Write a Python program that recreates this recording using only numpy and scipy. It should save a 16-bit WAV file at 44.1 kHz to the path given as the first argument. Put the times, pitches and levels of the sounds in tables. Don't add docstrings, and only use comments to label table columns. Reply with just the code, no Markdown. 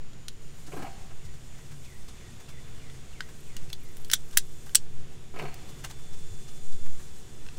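import sys
import numpy as np
from scipy import signal
from scipy.fft import rfft, irfft, next_fast_len
from scipy.io import wavfile
from scipy.ndimage import map_coordinates

SR = 44100
rng = np.random.default_rng(int(sys.argv[2]) if len(sys.argv) > 2 else 0)


def wav_record(signal):
    frames = np.transpose(np.atleast_2d(signal))
    bounded = np.clip(frames, -1, 1)
    quanta = np.round(bounded * 32767).astype(np.int16)
    wavfile.write(sys.argv[1], SR, quanta)


def linear_from_db(decibels):
    return 10 ** (np.asarray(decibels, float) / 20)


N = 334278

# f/Hz, level/dB
RUSTLE = [(6000, -30), (9000, 6), (11000, 8), (14000, 7), (16000, -1)]
# blow t/s, peak level/dB, handle knock level/dB, brightness/dB, ring f/Hz
TEETH = [
    (4.1348, -4, -16.5, -13.5, 3330),
    (4.3723, -3, -14, -6.5, 3940),
    (4.7537, -1, -27.5, -8.5, 3330),
]
OVERTONE = 1.9


def unit(x):
    return x / np.sqrt(np.mean(x ** 2) + 1e-20)


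def peak(x):
    return x / np.max(np.abs(x))


def decay(t, t60):
    return linear_from_db(-60 * t / t60)


def along(points, hz):
    f, v = np.transpose(points)
    return np.interp(np.log(hz + .1), np.log(f + .1), v)


def curves(rows):
    s, *cols = np.transpose(rows)
    return [np.interp(np.arange(N) / SR, s, c) for c in cols]


def wobble(rate):
    return map_coordinates(rng.standard_normal(int(N * rate / SR) + 4), [np.arange(N) * rate / SR])


def swells(rows, rest_db):
    s = np.arange(0, N + 64, 64) / SR
    power = linear_from_db(2 * rest_db)
    power = power + sum(linear_from_db(2 * db) * np.exp(-((s - mid) / half) ** 2) for mid, half, db in rows)
    return np.interp(np.arange(N) / SR, s, 10 * np.log10(power))


def filtered(x, response):
    m = next_fast_len(len(x) + 8192)
    return irfft(rfft(x, m) * response(np.fft.rfftfreq(m, 1 / SR)), m)[:len(x)]


def hiss(spectrum, size=N):
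    return unit(filtered(rng.standard_normal(size), lambda hz: linear_from_db(along(spectrum, hz))))


def tone(hz):
    return np.sqrt(2) * np.sin(2 * np.pi * (np.cumsum(hz) / SR + rng.random()))


def body(peaks):
    def response(f):
        total = 0
        for k, (center, width, db) in enumerate(peaks):
            damping = 1j * f * width
            total = total + (-1) ** k * linear_from_db(db) * damping / (center * center - f * f + damping)
        return total
    return response


def ring(hz, db, t60, t):
    hz, db, t60 = (v[:, None] for v in (hz, db, t60))
    luck = rng.standard_normal((len(hz), 2))
    strength, mistuning = linear_from_db(db + 3 * luck[:, :1]), 1 + .02 * luck[:, 1:]
    return (strength * decay(t, t60) * np.sin(2 * np.pi * hz * mistuning * t)).sum(0)


def echoed(x, decays, size, gap):
    hz, t, z = signal.stft(rng.standard_normal(size), SR, nperseg=128)
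    tail = signal.istft(z * decay(t, along(decays, hz)[:, None]), SR, nperseg=128)[1]
    return signal.fftconvolve(np.pad(x, (round(gap * SR), 0)), tail / np.linalg.norm(tail))


def add(track, s, sound):
    part = track[max(round(s * SR), 0):][:len(sound)]
    part += sound[:len(part)]


def air():
    # f/Hz, level/dB per Hz
    yard_spectrum = [(12, -35), (22, 11), (40, -15.5), (90, -6), (140, -7.5), (180, -11.5), (300, -17.5),
                     (430, -20), (560, -23.5), (800, -26.5), (3200, -28.5), (4100, -32.5), (7200, -34),
                     (16000, -53)]
    # middle t/s, half length/s, level/dB
    cloth = [(.98, 0.12, -62.5), (2.6, 1, -66.5), (5.7, 0.21, -61), (7.58, .15, -64)]
    # f/Hz, level/dB
    pressure = [(.5, -31), (1.5, 11.5), (3.5, 1), (6, -11.5), (12, -9), (25, -92), (50, -100)]
    # t/s, level/dB
    gusts = [(.1, -29.5), (.65, -34.5), (1.15, -32), (2.07, -28), (3.6, -27.5), (3.95, -24), (4.39, -23.5),
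             (4.94, -25.5), (5.5, -31), (6.25, -23.5), (6.8, -16.5), (7.58, -25)]
    gust_s = .13
    yard = hiss(yard_spectrum)
    middle = filtered(yard, lambda hz: (hz > 900) & (hz < 3000))
    yard = yard / np.std(middle) * linear_from_db(swells(cloth, rest_db=-62) + .7 * wobble(6.1))
    swing = unit(tone(3.2 + 1.089 * wobble(1.1)) + .5 * hiss(pressure))
    return yard + linear_from_db(swells([(s, gust_s, db) for s, db in gusts], rest_db=-35)) * swing


def machines():
    # t/s, turns f/Hz, level/dB
    shaft = [(0, 75.9, -4), (2.5, 74.63, -2), (5, 74.23, 3), (7.58, 74.72, 2.5)]
    # multiple of the turning frequency, rms level/dB
    shaft_orders = [(1, -61), (2, -61), (3, -71), (4, -75), (5, -66.5), (6, -68.5), (10, -75.5)]
    # f/Hz, wander/Hz, rms level/dB
    drones = [(61, 1.75, -59), (131.4, 1.48, -58)]
    turns, shaft_db = curves(shaft)
    out = np.zeros(N)
    for order, db in shaft_orders:
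        fading_db = 1.5 * wobble(6)
        out += linear_from_db(db + shaft_db + fading_db) * tone(order * (turns + 0.095 * wobble(3.045)))
    for hz, wander_hz, db in drones:
        fading_db = 3 * wobble(6)
        out += linear_from_db(db + fading_db) * tone(hz + wander_hz * wobble(3.9))
    return out


def insects():
    # t/s, line level/dB, octave level/dB
    whine = [(0, -92, -69), (1.3, -71.5, -68), (2.1, -72.5, -71), (2.55, -65.5, -72), (3, -76, -71),
             (4.6, -70.5, -70), (5.1, -73.5, -72.5), (5.8, -64, -70), (6.5, -65, -62.5), (7.58, -69.5, -73)]
    line_db, octave_db = curves(whine)
    hz = 3494 + 4 * wobble(25)
    line = linear_from_db(line_db + 0.52 * wobble(10)) * tone(hz)
    return line + linear_from_db(octave_db + 1.6 * wobble(8.6)) * tone(2 * hz)


def webbing():
    # t/s, level/dB
    pull = [(0.0, -77), (0.21, -66), (0.78, -54.5), (1.14, -61), (1.94, -57), (2.13, -58), (2.81, -60),
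            (3.38, -57), (3.8, -59.5), (4.18, -58), (4.73, -56), (4.88, -63), (5.34, -62), (5.51, -59.5),
            (6.44, -54), (6.86, -55), (7.18, -56), (7.58, -57.5)]
    # f/Hz, level/dB
    weave = [(2000, -31), (3500, -5), (5000, -3), (6500, 1.5), (8000, 2), (9500, -3), (12000, -28),
             (16000, -32)]
    # t/s, delay/ms
    detour = [(0, 1.5), (2, 1.4), (4, 1.36), (5.9, 1.7), (6.5, 1.39), (7.58, 1.56)]
    pull_db, = curves(pull)
    rustle_db = -69.5 + 0.68 * (pull_db - np.median(pull_db))
    flicker = wobble(30)
    rub = linear_from_db(pull_db - 4.0 + 1.1 * flicker) * hiss(weave)
    rub = rub + linear_from_db(rustle_db - 2.0 + 1.3 * flicker) * hiss(RUSTLE)
    delay_ms = curves(detour)[0] + .04 * wobble(3)
    return rub + 0.47 * map_coordinates(rub, [np.arange(N) - delay_ms * SR / 1000])


def contacts():
    # t/s, peak level/dB, handle knock level/dB, brightness/dB, ring f/Hz
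    taps = [(0.1328, -45.5, -14, -23, 3400), (0.2827, -25.5, -17, -20, 3300), (2.2105, -43, -13, -15, 3000),
            (2.899, -40, -8, -26, 3470), (3.206, -22, -10, -28.5, 1586), (3.5663, -27, -21.5, -20, 2910),
            (3.7012, -37, -12, -19, 2620), (3.7295, -25, -34, -33, 3400), (3.7301, -30, -31, -45, 4070),
            (3.969, -38.5, -16, -3, 2880), (4.0467, -35, -19, -14, 3200), (4.0998, -22, -13, -20, 2960),
            (4.1147, -13.5, -25, -11.5, 3030), (4.1253, -26, -14, -6, 5100), (4.3106, -42, -16, -15, 2920),
            (4.6934, -38, -8.5, -30, 3020), (5.3896, -33.5, -12, -17, 2700), (5.5418, -34.5, -20, -7, 2570),
            (5.8474, -25, -15, -18, 2780), (5.9108, -36, -19, -14, 2880), (7.4649, -39, -8.5, -28, 2600),
            (7.4869, -34.5, -12.5, -36, 2660)]
    # lead-in before it/s, level/dB, chatter after it/s, level/dB, rebound level/dB
    around = [(.0022, -15, .0039, -11.5, -34), (.0044, -39, .0024, -1, -11), (.0052, -8, .001, -7.5, -27)]
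    rebound_s, light_knock_db, light_ring = 0.011, -34, 1.7
    rows = list(taps)
    for tooth, near in zip(TEETH, around):
        s, db, knock_db, bright_db, hz = tooth
        lead_s, lead_db, chatter_s, chatter_db, rebound_db = near
        rows += [(s - lead_s, lead_db, light_knock_db + 15, bright_db - 2, light_ring * hz),
                 (s, db, knock_db, bright_db, hz),
                 (s + chatter_s, chatter_db, light_knock_db, bright_db + 8.5, OVERTONE * hz),
                 (s + rebound_s, rebound_db, light_knock_db, bright_db + 1, hz)]
    return rows


def buckle():
    # f/Hz, level/dB, t60/s
    handle = [(1090, -17, 0.029), (1584, 3.5, 0.016), (1822, 11.5, 0.0065), (2073, -18, 0.012)]
    # f/Hz, level/dB
    steel_radiation = [(1800, -17.5), (2600, -8), (3500, -4.5), (5500, -2.5), (7500, -3.5), (10000, -5),
                       (13500, -11.5), (15600, -3.5), (16600, -53), (19000, -60)]
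    # f/Hz, t60/s
    underside = [(500, 0.059), (2000, 0.061), (3500, .085), (8000, 0.078), (15000, 0.034)]
    steel_t60, treble_dies_hz = 0.048, 12000
    out, t = np.zeros(N), np.arange(SR // 18) / SR
    attack = 1 - np.exp(-t / .0005)
    for s, level_db, knock_db, bright_db, low_hz in contacts():
        high_hz = OVERTONE * low_hz * linear_from_db(rng.normal(0, .5))

        def colour(f):
            octaves = np.log2(f / 4500 + 1e-9)
            return along(steel_radiation, f) + (bright_db + 8.5) * np.clip(octaves / 1.6, 0, 1.2)

        hz = 2500 + 13500 * rng.random(140)
        t60 = steel_t60 / (1 + (hz / treble_dies_hz) ** 2) * linear_from_db(1.1 * rng.standard_normal(140))
        crowd = ring(hz, colour(hz), t60, t)
        grit = filtered(rng.standard_normal(len(t)), lambda f: linear_from_db(colour(f))) * decay(t, .012)
        low = np.sin(2 * np.pi * low_hz * t) * decay(t, .013)
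        high = np.sin(2 * np.pi * high_hz * t) * decay(t, .015)
        focus = linear_from_db(-.65 * (bright_db + 13.5))
        own = focus * (0.35 * low + 0.11 * high)
        steel = peak(attack * (peak(crowd) + 1.2 * peak(grit) + own))
        knock = peak(attack * ring(*np.transpose(handle), t)) * linear_from_db(knock_db + 6.0)
        hit = linear_from_db(level_db) * filtered(steel + knock, lambda f: (1j * f / (650 + 1j * f)) ** 2)
        add(out, s, hit)
        add(out, s, linear_from_db(-11) * echoed(hit, underside, size=SR // 9, gap=.0016))
    s, db = TEETH[-1][:2]
    spring = decay(t, 0.022) * attack * np.sin(2 * np.pi * 8404 * t)
    add(out, s, linear_from_db(db - 3) * spring)
    return out


def scuffs():
    # t/s, peak level/dB, dull part level/dB
    brushes = [(0.423, -52, -15), (0.6692, -42, -15), (0.8246, -44, -4), (1.252, -45.5, -29),
               (1.3428, -50, -14), (1.583, -50, -7), (1.716, -47.5, -6.5), (1.8494, -45, -15),
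               (2.086, -41.5, -14), (2.403, -45.5, -7), (2.4894, -42, -10.5), (2.6794, -59, 2.5),
               (3.2894, -49, -3.5), (3.344, -56, -9), (3.6944, -47, -15), (3.849, -52, -21),
               (3.998, -54, -10), (4.331, -41.5, -11), (4.666, -45, -8), (5.6925, -44, -13),
               (5.843, -34, -7), (5.9028, -39.5, -8), (5.9903, -52, -4.5), (6.1345, -44, -12),
               (6.484, -42.5, -13.5), (6.726, -44.5, -16), (6.862, -48.5, -4), (6.9994, -49.5, -4.5),
               (7.571, -44, -25)]
    out, t = np.zeros(N), np.arange(SR // 11) / SR
    u = t / 0.025
    swell = 3 * u * np.exp(-3 * u) * np.e
    for s, level_db, dull_db in brushes:
        bright = hiss([(1500, -62), (2800, 15.5), (7000, 18), (15000, 1.0)], size=len(t))
        dull = hiss([(300, -22), (800, -1.5), (1700, -0.5), (2600, -7), (4000, -18)], size=len(t))
        add(out, s - .006, linear_from_db(level_db - 10) * (bright + linear_from_db(dull_db + 9) * dull) * swell)
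    return out


def crackle():
    # middle t/s, half length/s, level/dB
    tightening = [(.74, .12, -65), (1.9, 0.2, -70), (3.4, .1, -70), (3.84, 0.028, -63), (4.0, .12, -68),
                  (4.38, .12, -66), (4.7, 0.093, -66.5), (5.74, .1, -68), (6.5, .12, -72), (7.1, 0.11, -71)]
    # t/s, peak level/dB
    snaps = [(3.4037, -51), (3.6955, -49), (3.729, -34), (3.84, -54), (3.9155, -51), (3.9679, -46),
             (3.98, -49), (4.0178, -51), (4.0462, -45), (4.056, -49), (4.0827, -48), (4.2847, -53),
             (4.3106, -53), (4.5686, -58), (4.6594, -58), (4.6918, -49)]
    cracks_per_s, spread_db = 400, 2.5
    cracks = rng.random(N) < cracks_per_s / SR
    grain = unit(cracks * linear_from_db(spread_db * rng.exponential(size=N)))
    tail = decay(np.arange(SR // 25) / SR, .035)
    ticks = np.zeros(N)
    for s, db in snaps:
        add(ticks, s, linear_from_db(db - 6.5) * tail)
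    dying = unit(signal.fftconvolve(grain, tail)[:N])
    return (linear_from_db(swells(tightening, rest_db=-84)) * dying + ticks) * hiss(RUSTLE)


def chassis():
    # t/s, peak level/dB, pitch f/Hz, scrape level/dB
    slips = [(.678, -41, 327, -26), (.717, -38, 596, -3), (.731, -31.5, 450, -27), (0.764, -30, 294, -20),
             (.788, -34, 328, -16), (.821, -32, 306, -15), (.843, -33.5, 780, -10), (.862, -34, 722, -11),
             (1.105, -44, 377, -3), (5.338, -39, 348, -13), (5.359, -34.5, 420, -5), (5.377, -36, 433, -24),
             (5.392, -27, 420, 2), (5.415, -29, 393, -33), (5.432, -34, 368, -26), (5.45, -33, 720, 0),
             (5.48, -39.5, 328, 1), (5.52, -45, 735, 5)]
    # f/Hz, width/Hz, level/dB
    pan_low = [(157, 26, 10.5), (292, 39, -6.5), (420, 34, -7)]
    pan_mid = [(722, 67, -2.5), (1045, 82, -8.5), (1286, 43, -5), (1620, 67, -10.5)]
    pan_high = [(2250, 410, 23.5), (3030, 230, 18), (4320, 100, 12), (6000, 1800, -24)]
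    # f/Hz, t60/s
    hollow = [(100, 0.23), (400, 0.16), (750, 1.05), (1500, 0.59), (3000, 1.06), (8000, 1.06)]
    # t/s, level/dB, f/Hz, t60/s
    thuds = [(1.244, -40, 79.5, 0.15), (1.72, -42.5, 140.8, 0.22), (5.44, -39.5, 147, 0.15),
             (5.866, -39, 75, 0.087), (6.301, -38, 90.4, 0.14)]
    out, t = np.zeros(N), np.arange(SR // 5) / SR
    for s, db, pitch_hz, high_db in slips:
        t60 = 0.069 + 0.0018 * max(-high_db, 0)
        mid_db = 3 + 0.36 * high_db
        grit = rng.standard_normal((4, len(t))) * rng.exponential(size=len(t))
        parts = (pan_low, [(pitch_hz, 70, 0)], pan_mid, pan_high)
        low, own, mid, high = (unit(filtered(x, body(p))) for x, p in zip(grit, parts))
        shape = decay(t, t60) * (1 - np.exp(-t / 0.0063))
        shaken = peak(shape * (.5 * low + own + linear_from_db(mid_db) * mid + linear_from_db(high_db + 1.5) * high))
        ringing = linear_from_db(db - 13.5) * decay(t, 1.5 * t60) * np.sin(2 * np.pi * pitch_hz * t)
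        add(out, s, ringing + linear_from_db(db + 1) * shaken)
    sent = out + 0.57 * filtered(out, body(pan_mid)) + linear_from_db(-1.0) * filtered(out, body(pan_high[2:3]))
    out = out + linear_from_db(-8) * echoed(sent, hollow, size=SR, gap=.012)[:N]
    for s, db, hz, t60 in thuds:
        onset = 1 - np.exp(-t / 0.015)
        add(out, s, 3 * linear_from_db(db) * decay(t, t60) * np.sin(2 * np.pi * hz * t) * onset)
    return out


def bird():
    # t/s, level/dB
    calls = [(1.17, -68), (1.485, -69), (1.825, -62.5), (2.15, -66), (2.455, -63.5), (2.775, -64.5),
             (3.11, -60.5), (3.445, -65), (3.775, -67)]
    out, t = np.zeros(N), np.arange(SR // 7) / SR
    fall = 1790 + 2285 * np.exp(-t / 0.015) + 900 * np.exp(-t / .06)
    for s, db in calls:
        glide = fall * (1 + 0.01074 * rng.standard_normal())
        flutter = 1 + 0.83 * np.sin(2 * np.pi * (45 * t + rng.random()))
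        add(out, s, linear_from_db(db) * flutter * tone(glide) * np.sin(np.pi * t / t[-1]) ** 0.35)
    echo = rng.standard_normal(SR // 3) * decay(np.arange(SR // 3) / SR, 0.37)
    return linear_from_db(-2) * out + signal.fftconvolve(out, echo / np.linalg.norm(echo))[:N]


def scene():
    surroundings = air() + machines() + insects() + bird()
    handwork = webbing() + buckle() + scuffs() + crackle()
    return (surroundings + handwork + chassis())[None]


def roll_off(x):
    return signal.sosfilt(signal.butter(12, 16520, fs=SR, output="sos"), x)


def record(dry):
    rolloff = [(15780, 0), (15900, -26), (17000, -30)]  # f/Hz, level/dB
    soft = filtered(dry[0], lambda hz: linear_from_db(along(rolloff, hz)))
    return roll_off(soft[None])


dry = scene()
out = record(dry)
wav_record(out)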